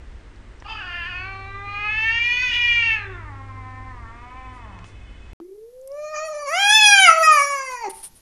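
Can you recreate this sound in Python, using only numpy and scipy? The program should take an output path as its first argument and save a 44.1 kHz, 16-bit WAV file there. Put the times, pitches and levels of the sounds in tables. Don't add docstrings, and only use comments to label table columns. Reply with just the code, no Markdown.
import sys
import numpy as np
from scipy import signal
from scipy.fft import rfft, irfft
from scipy.io import wavfile
from scipy.ndimage import uniform_filter1d, minimum_filter1d

SR = 44100
rng = np.random.default_rng(int(sys.argv[2]) if len(sys.argv) > 2 else 0)


def field_ratio(decibels):
    return 10 ** (np.asarray(decibels, dtype=float) / 20)


def generate_wav(signal):
    frames = np.transpose(np.atleast_2d(signal))
    scaled = np.clip(frames, -1, 1) * 32767
    pcm = np.round(scaled).astype(np.int16)
    wavfile.write(sys.argv[1], SR, pcm)


N = 362040

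CUT_S = (5.333, 5.401)
# f/Hz, density/dB per Hz
HUM_AIR = [(12, -6), (20, 0), (60, 0.5), (108, -11.5), (137, -20), (284, -18), (762, -29), (988, -27.5),
           (1190, -28.5), (2100, -28), (2330, -34), (2590, -33.5), (4470, -41.5), (8340, -48),
           (10000, -45.5), (13000, -89), (22000, -120)]
HUM_DB = -41.5
# f/Hz, width/Hz, level/dB
HUM_LINES = [(54.4, 11, -49.5), (100.3, 1.1, -46.5)]
# t/s, rise/s, first level/dB, running level/dB
MOTOR = (4.05, .25, -68, -61)
# f/Hz, width/Hz, level/dB
MOTOR_LINES = [(2150, 60, -3), (2560, 80, 0), (3010, 70, -5), (3450, 70, -8)]
# f/Hz, density/dB per Hz
TILE_AIR = [(20, 0.5), (50, -11), (300, -23.5), (1000, -30), (2500, -33.5), (6000, -31), (8500, -35.5),
            (10000, -29.5), (12500, -28.5), (14000, -72)]
# first/dB, last/dB
TILE_DB = (-61.5, -57)
TILE_RISE_S, AFTER_CALL_DB = 0.69, 5
# t60/s, level/dB, slow dark tail/dB
GREY_ROOM = (0.39, -7.5, -10.5)
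# t60/s, level/dB, slow dark tail/dB
WHITE_ROOM = (0.36, -8, -33.5)
# f/Hz, width/Hz, level/dB
GREY_MODES = [(1800, 30, 6), (1050, 210, -7)]
# f/Hz, width/Hz, level/dB
TILE_MODES = [(900, 5.6, 1), (384, 8, -10)]

# t/s, peak level/dB, f/Hz, ring t60/s, width/share of f
SMACKS = [
    (0.623, -28, 900, 0.016, 1.5),
    (4.789, -30, 1100, 0.014, 2.4),
    (4.843, -35, 1440, 0.036, 2.1),
    (5.401, -28, 494, 0.014, 1.55),
    (5.413, -46.5, 670, 0.018, 1.8),
    (0.3601, -44.5, 4440, 0.017, 0.25),
    (0.6, -42, 5600, 0.03, 0.19),
    (5.8132, -46.5, 7260, 0.016, 0.25),
    (5.875, -31, 10150, 0.016, 0.41),
    (5.917, -40, 5550, 0.014, 0.18),
]
# t/s, length/s, high whistle level/dB, low whistle level/dB
SNIFFS = [
    (7.894, .035, -35, -44),
    (7.92, .2, -44.5, -53.5),
    (8.025, .075, -34.5, -45),
    (8.15, .06, -52, -60),
    (5.88, .35, -70, -75),
    (4.52, .12, -66, -65),
    (4.84, .12, -62, -57),
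    (7.7, .08, -73, -48),
]
# f/Hz, width/Hz
NOSE = [(9500, 1600), (5940, 8400)]
# start/s, end/s
TOP_S = (6.25, 7.92)
# f/(SR / 64), level/dB
TOP_TONES = [(11, -5), (12, -4.5), (13, -3), (14, 8), (15, 3), (16, 0), (17, -4.5), (18, -1.5), (19, -19)]
TOP_DB = (-5.5, -14.5)
TOP_FOLLOWS = (1.35, 0.96)

# t/s, half length/s, added roughness/0-1
RASPS = [(.64, .1, .55), (.76, .16, .3), (1.05, .25, .16), (2.54, .08, .2), (2.4, .2, .05), (3.05, .3, .14),
         (4.86, .25, .45), (6.17, .05, .18), (6.35, .24, .11), (6.8, .3, .03), (7.14, .09, .13),
         (7.87, .07, .4)]
SMOOTH_ROUGHNESS = .05
# f/Hz, width/Hz
NOTCH = (3350, 1200)

# t/s, pitch/Hz, effort/dB, tongue resonance/Hz, opening/0-1
GREY_START = [
    (.64, 402.5, -56.5, 1143, .9),
    (.698, 443.7, -35.5, 1100, 0.79),
    (.792, 429.3, -38.5, 1505, 0.86),
    (.832, 361.7, -39, 1460, 0.75),
    (1.04, 338.9, -33.5, 1737, 0.8),
    (1.09, 373, -37, 1544, 0.7),
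    (1.122, 350.7, -36, 1495, 0.7),
    (1.28, 388.3, -37, 1380, 0.5),
    (1.4, 386, -41.5, 1120, 0.4),
]
# t/s, pitch/Hz, effort/dB, tongue resonance/Hz, opening/0-1
GREY_SWELL = [
    (1.62, 400.4, -43.5, 1170, 0.15),
    (1.699, 403.3, -36.5, 1150, 0.37),
    (1.801, 412.2, -30, 1230, 0.47),
    (2.032, 444.3, -24, 1970, 0.69),
    (2.445, 504.2, -22, 1800, 0.53),
    (2.522, 477.8, -22.5, 1910, 0.74),
    (2.598, 482.2, -21.5, 1780, 0.69),
    (2.77, 473, -18.5, 1950, 0.61),
    (2.944, 440, -23.5, 1800, 0.7),
]
# t/s, pitch/Hz, effort/dB, tongue resonance/Hz, opening/0-1
GREY_MOAN = [
    (3.08, 388.4, -51, 1380, 0.069),
    (3.336, 271.8, -54.5, 1070, 0.12),
    (3.648, 257.2, -53.5, 1037, .2),
    (3.881, 260.1, -54, 1022, 0.15),
    (4.06, 224.2, -59, 1164, 0.067),
    (4.392, 259.4, -53, 993, 0.36),
    (4.564, 251.7, -55, 1050, 0.15),
    (4.762, 180, -62.5, 1065, .02),
    (4.859, 170.2, -84, 1154, .1),
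]
# f/Hz, f/Hz
GREY_THROAT_HZ = (1905, 2930)
# f/Hz, f/Hz
GREY_PALATE_HZ = (2900, 4916)
# f/Hz, width/Hz, level/dB
GREY_UPPER = [(560, 0), (3350, 500, 6), (5400, 700, -3), (6400, 500, -1), (8600, 400, -22)]
GREY_REF_DB = -35
# level at reference effort/dB, slope/dB per dB, gain when open/dB
GREY_LOW = (-53.5, .1, -12)
# level at reference effort/dB, slope/dB per dB, gain when open/dB
GREY_MOUTH = (-38, 0.46, 1.3)
# level at reference effort/dB, slope/dB per dB, gain when open/dB
GREY_TOP = (-55, 0.33, .1)
# level at reference effort/dB, slope/dB per dB, gain when open/dB
GREY_SHEEN = (-16, .6, .1)
# f/Hz, width/Hz, level/dB
CHEST = (395, 100, 17)
GLARE_HZ, GLARE_DB_PER_HZ = 426, 0.1646
DULL_HZ, DULL_DB_PER_HZ = 353, 0.4

# t/s, pitch/Hz, effort/dB, opening/0-1
WHITE = [
    [(5.4, 321, -33.5, 0.01), (5.46, 360, -41, .01), (5.74, 500.2, -44, 0), (5.88, 538, -38.5, .01)],
    [(5.982, 596.7, -32, 0.08), (6.12, 616.6, -31.5, 0.16), (6.17, 600.4, -27.5, 0.41),
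     (6.26, 640.7, -28, 0.19), (6.33, 601.7, -29, 0.14), (6.454, 577.6, -32.5, 0.28),
     (6.48, 542, -27, 0.45)],
    [(6.52, 635, -27, 0.5), (6.602, 795, -22.5, 1), (6.72, 841, -15.5, 1), (6.748, 874.6, -14.5, 1),
     (6.8, 858.2, -14.5, 1), (6.93, 807.3, -12.5, 0.99), (7.04, 755, -13, 0.76), (7.1, 650, -19.5, 0.9),
     (7.15, 641.6, -24.5, 0.4)],
    [(7.222, 653.4, -17, 0.3), (7.236, 632, -17.5, 0.93), (7.275, 631.2, -17, 0.88),
     (7.348, 602.5, -17, 0.69), (7.39, 566.1, -18.5, 0.63), (7.5, 566.7, -27.5, 0.73),
     (7.694, 516, -32, 0.45), (7.82, 465.3, -36, 0.47), (7.89, 371, -24.5, 0.07)],
]
# time of one beat, setting the phase only/s, end/s, rate/Hz, depth/0-1
TRILL = (1.7, 5.62, 31, 0.61)
# f/Hz, f/Hz
WHITE_THROAT_HZ = (2120, 2095)
# f/Hz, f/Hz
WHITE_PALATE_HZ = (4360, 5054)
# f/Hz, width/Hz, level/dB
WHITE_UPPER = [(500, 0), (5800, 700, 0), (6900, 1000, -1)]
# f/Hz, width/Hz, level/dB
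JAW = [(1246, 530, 12.5), (878, 370, 15)]
MOUTH_PER_PITCH, PIVOT_HZ, THROAT_HZ_PER_HZ = 2.05, 619, 3.75
LOW_DB_PER_HZ, LOW_SPAN_HZ = 0.1461, 68
OPEN_LOW_DB, LOW_SLOPE, OPEN_MOUTH_DB = -33.5, 0.1, -9
OPEN_TOP_DB, TOP_SLOPE = -9, 0.75
NOSE_DB, NOSE_CLEAR_HZ, NOSE_SPAN_HZ = 9.5, 680, 87.4


def evened(x):
    return x / np.sqrt(np.mean(x ** 2) + 1e-20)


def drift(count, hz):
    return evened(signal.lfilter(*signal.butter(2, 2 * hz / SR), rng.standard_normal(count)))


def add(mix, s, sound):
    part = mix[..., round(s * SR):][..., :sound.shape[-1]]
    part += sound[..., :part.shape[-1]]


def between(ends, share):
    return ends[0] + (ends[1] - ends[0]) * share


def bump(hz, centre, width):
    return (1 + (2 * (hz - centre) / width) ** 2) ** -1.5


def resonate(x, hz, width):
    turn = np.exp(2j * np.pi * np.cumsum(hz * np.ones(len(x))) / SR)
    r = np.exp(-np.pi * width / SR)
    return 2 * (turn * signal.lfilter([1 - r], [1, -r], x / turn + 1e-18)).real


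def ring(x, hz, width):
    return evened(resonate(resonate(x, hz, width), hz, width))


def low_pass(x, hz):
    return signal.sosfiltfilt(signal.butter(10, 2 * hz / SR, output="sos"), x)


def air(spectrum, db):
    hz = np.fft.rfftfreq(N, 1 / SR)
    f, level = np.transpose(spectrum)
    shape = field_ratio(np.interp(np.log(hz + 1), np.log(f + 1), level))
    return field_ratio(db) * evened(irfft(rfft(rng.standard_normal(N)) * shape, N))


def narrow(lines):
    hz = np.fft.rfftfreq(N, 1 / SR)
    shape = sum(field_ratio(db) * bump(hz, centre, width) / np.sqrt(width) for centre, width, db in lines)
    return irfft(rfft(rng.standard_normal(N)) * shape, N) * np.sqrt(SR)


def appliance():
    return air(HUM_AIR, HUM_DB) + narrow(HUM_LINES)


def motor():
    t = np.arange(N) / SR
    start, rise, *levels_db = MOTOR
    level = field_ratio(between(levels_db, np.clip((t - start) / rise, 0, 1)))
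    return level * (t > start) * narrow(MOTOR_LINES)


def tiled_room_air():
    t = np.arange(N) / SR
    rise = np.clip((t - CUT_S[1]) / TILE_RISE_S, 0, 1)
    tiles = air(TILE_AIR, between(TILE_DB, rise) + AFTER_CALL_DB * (t > TOP_S[1]))
    calling = (t > TOP_S[0]) & (t < TOP_S[1])
    return np.where(calling, low_pass(tiles, 7700), tiles)


def ringing(x, modes):
    return x + sum(field_ratio(db) * resonate(x, hz, width) for hz, width, db in modes)


def room(x, t60, db, late_db):
    t = np.arange(SR // 2) / SR
    taps = rng.standard_normal(len(t)) * (t > .004)
    dull = signal.lfilter(*signal.butter(1, [2 * 700 / SR, 2 * 3000 / SR], "band"), taps)
    bright = signal.lfilter(*signal.butter(2, 2 * 3000 / SR, "high"), taps)
    dark = signal.lfilter(*signal.butter(2, 2 * 1300 / SR), taps)
    tail = dull * field_ratio(-60 * t / t60) + bright * field_ratio(-110 * t / t60)
    tail += dark * field_ratio(late_db - 24 * t / t60)
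    return x + field_ratio(db) * signal.fftconvolve(x, tail / np.linalg.norm(tail))[:N]


def starved(x, depth_db):
    hz, s, z = signal.stft(x, SR, nperseg=1024)
    level = uniform_filter1d(abs(z) ** 2, size=4, axis=0)
    loud = -minimum_filter1d(-level, size=41, axis=0)
    weak = level < loud / field_ratio(2 * depth_db)
    dropped = weak & (hz > 450)[:, None] & (abs(s - 6.9) < .95)
    return signal.istft(z * np.where(dropped, .1, 1), nperseg=1024)[1][:N]


def mouth_noises():
    out, t = np.zeros((2, N)), np.arange(1500) / SR
    for s, db, hz, t60, spread in SMACKS:
        tick = ring(rng.standard_normal(len(t)), hz, spread * hz)
        add(out, s, .5 * field_ratio(db - 60 * t / t60) * tick)
    for s, length, high_db, low_db in SNIFFS:
        gust, apart = rng.standard_normal((2, round(length * SR)))
        swell = np.sin(np.pi * np.linspace(0, 1, len(gust)) ** 0.52) ** 2
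        high = ring(gust, *NOSE[0]) + 0.15 * ring(apart, *NOSE[0]) * [[1], [-1]]
        low = ring(gust, *NOSE[1])
        add(out, s, swell * (field_ratio(high_db) * high + field_ratio(low_db) * low))
    return out


def top_band(upper_db):
    t, out = np.arange(*TOP_S, 1 / SR), np.zeros((2, N))
    sides = np.array([[1], [-1]])
    blocks = np.arange(len(t)) // 1024
    voice_db = upper_db[round(TOP_S[0] * SR):][:len(t)] + 26
    for k, db in TOP_TONES:
        hz = k * SR / 64
        on, hissy, size, lean, turn, split = rng.random((blocks[-1] + 1, 6)).T
        held = np.arange(len(on)) // 2 * 2
        gains = field_ratio(db + 16 * (size - .5) + 5 * (lean[held] - .5) * sides) * (on[held] < .66)
        phase = uniform_filter1d((4 * turn + 0.74 * (split[held] - .5) * sides)[:, blocks], 500)
        hiss = ring(rng.standard_normal(len(t)), hz, 250)
        patches = uniform_filter1d(.5 * (hissy < .1)[blocks], 700)
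        band = np.cos(2 * np.pi * hz * t + phase) + patches * hiss
        upper = int(k > 15)
        level = field_ratio(TOP_DB[upper] - 27 + TOP_FOLLOWS[upper] * voice_db)
        add(out, TOP_S[0], 0.78 * uniform_filter1d(gains[:, blocks], 400) * band * level)
    return out


def controls(phrases):
    s, *columns = np.transpose(sum(phrases, []))
    t = np.arange(s[0], s[-1], 1 / SR)
    return (t, *(np.interp(t, s, c) for c in columns))


def meow(t, hz, cavities_hz, levels_db, upper, mouth_width, throat_width, jitter, shimmer_db, count):
    mouth_hz, throat_hz, palate_hz = cavities_hz
    low_db, mouth_db, throat_db, upper_db, top_db, notch_db = levels_db
    rough = SMOOTH_ROUGHNESS + sum(more * np.maximum(1 - abs(t - s) / half, 0) for s, half, more in RASPS)
    turns = np.cumsum(hz * (1 + jitter * (.5 + 12 * rough) * drift(len(t), 45))) / SR

    step, ones = slice(None, None, 64), np.ones(len(t))
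    f = np.arange(2, count)[:, None] * hz[step]
    palate = (palate_hz, upper[0][0], upper[0][1] * ones)
    upper = [palate] + [(centre * ones, width, db + top_db) for centre, width, db in upper[1:]]
    mouth = bump(f, mouth_hz[step], mouth_width) + 0.24 * bump(f, 820, 450)
    throat = bump(f, throat_hz[step], throat_width)
    head = sum(field_ratio(db[step]) * bump(f, centre[step], width) for centre, width, db in upper)
    levels = field_ratio(np.array([mouth_db, throat_db, upper_db]))
    weights = sum(c / np.linalg.norm(c, axis=0) * level[step]
                  for c, level in zip((mouth, throat, head), levels))
    weights /= field_ratio(notch_db[step] * bump(f, *NOTCH))

    tone = np.zeros(len(t))
    for k, weight in enumerate(weights):
        waver = field_ratio(shimmer_db * uniform_filter1d(rng.standard_normal(len(weight)), 25) * 4.2)
        uneven = uniform_filter1d(rng.standard_normal(len(weight)), size=4)
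        rasp = 1 + (3 * rough[step] + 0.016 * k) * uneven
        level = np.interp(t, t[step], weight * waver * rasp)
        tone += level * np.cos(2 * np.pi * ((k + 2) * turns + rng.random()))

    puffs = (0.87 + np.exp(-(turns % 1) / 0.57)) * rng.standard_normal(len(t))
    breath = levels[0] * ring(puffs, mouth_hz, 0.22 * mouth_width)
    breath += levels[1] * ring(puffs, throat_hz, 2.3 * throat_width)
    breath += 3 * levels[2] * sum(field_ratio(db - 4) * ring(puffs, centre, width) for centre, width, db in upper)
    breath -= (1 - 1 / field_ratio(notch_db)) * resonate(breath, *NOTCH)
    breath += 0.7 * field_ratio(low_db) * ring(puffs, 1.33 * hz, 300)

    fundamental = field_ratio(low_db) * np.cos(2 * np.pi * turns)
    voice = np.sqrt(2) * (fundamental + np.sqrt(1 - rough ** 2) * tone) + 0.45 * rough * breath
    out = np.zeros(N)
    add(out, t[0], voice * signal.windows.tukey(len(t), .004))
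    return out


def grey_cat():
    t, hz, effort_db, tongue_hz, opening = controls([GREY_START, GREY_SWELL, GREY_MOAN])
    opening = np.clip(opening, 0, 1)
    low_db, mouth_db, upper_db, top_db = (
        db + slope * (effort_db - GREY_REF_DB) + open_db * opening
        for db, slope, open_db in (GREY_LOW, GREY_MOUTH, GREY_TOP, GREY_SHEEN))
    chest_db = CHEST[2] * bump(hz, *CHEST[:2]) * (1 - opening) ** 2
    low_db = low_db + 0.123 * np.maximum(230 - hz, 0) + chest_db
    glare_db = GLARE_DB_PER_HZ * np.maximum(hz - GLARE_HZ, 0)
    dull_db = DULL_DB_PER_HZ * np.maximum(DULL_HZ - hz, 0)
    mouth_db = mouth_db - 0.57 * glare_db
    upper_db = upper_db + glare_db - dull_db
    top_db = top_db + .5 * glare_db
    cavities_hz = tongue_hz, between(GREY_THROAT_HZ, opening), between(GREY_PALATE_HZ, np.sqrt(opening))
    levels_db = low_db, mouth_db, effort_db, upper_db, top_db, 0 * t
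    return meow(t, hz, cavities_hz, levels_db, GREY_UPPER, mouth_width=640, throat_width=680,
                jitter=.004, shimmer_db=2.2, count=26)


def trill():
    start, end, rate, depth = TRILL
    t = np.arange(N) / SR
    fade = np.clip((end - t) / 0.023, 0, 1) * depth
    return 1 - fade * np.cos(np.pi * rate * (t - start)) ** 6


def white_cat():
    t, hz, effort_db, opening = controls(WHITE)
    opening, high_hz = np.clip(opening, .003, 1), hz - PIVOT_HZ
    out_db = effort_db + 20 * np.log10(opening)
    open_low_db = OPEN_LOW_DB + LOW_SLOPE * (effort_db + 18.5)
    open_low_db += LOW_DB_PER_HZ * np.minimum(high_hz, LOW_SPAN_HZ)
    low_db = between((effort_db, open_low_db), opening)
    mouth_db = out_db + OPEN_MOUTH_DB + sum(db * bump(2 * hz, centre, width) for centre, width, db in JAW)
    upper_db = OPEN_TOP_DB + TOP_SLOPE * (out_db + 9) - 11.5
    upper_db += 20 * np.log10(np.minimum(opening / .12, 1))
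    nose_db = NOSE_DB * np.clip((NOSE_CLEAR_HZ - hz) / NOSE_SPAN_HZ, 0, 1)
    mouth_hz = np.maximum(MOUTH_PER_PITCH * hz, 950)
    throat_hz = between(WHITE_THROAT_HZ, opening) + THROAT_HZ_PER_HZ * np.maximum(high_hz, 0)
    cavities_hz = mouth_hz, throat_hz, between(WHITE_PALATE_HZ, opening)
    levels_db = low_db, mouth_db, out_db, upper_db, 0 * t, nose_db
    voice = meow(t, hz, cavities_hz, levels_db, WHITE_UPPER, mouth_width=270, throat_width=1300,
                 jitter=0.0032, shimmer_db=3.54, count=20)
    return voice * trill(), np.interp(np.arange(N) / SR, t, upper_db)


def scene():
    t = np.arange(N) / SR
    small = mouth_noises()
    grey = room(ringing(grey_cat(), GREY_MODES), *GREY_ROOM)
    first = low_pass(grey + appliance() + motor() + small[0], 9400)
    voice, upper_db = white_cat()
    white = low_pass(room(ringing(voice, TILE_MODES), *WHITE_ROOM), 7200)
    second = starved(white + tiled_room_air(), 31) + small + top_band(upper_db)
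    return first * (t < CUT_S[0]) + second * (t > CUT_S[1])


def top_cut(x):
    return signal.sosfilt(signal.butter(12, 13350, fs=SR, output="sos"), x)


def record(dry):
    limited = dry / (1 + abs(dry / .95) ** 12) ** (1 / 12)
    return top_cut(limited)


dry = scene()
out = record(dry)
generate_wav(out)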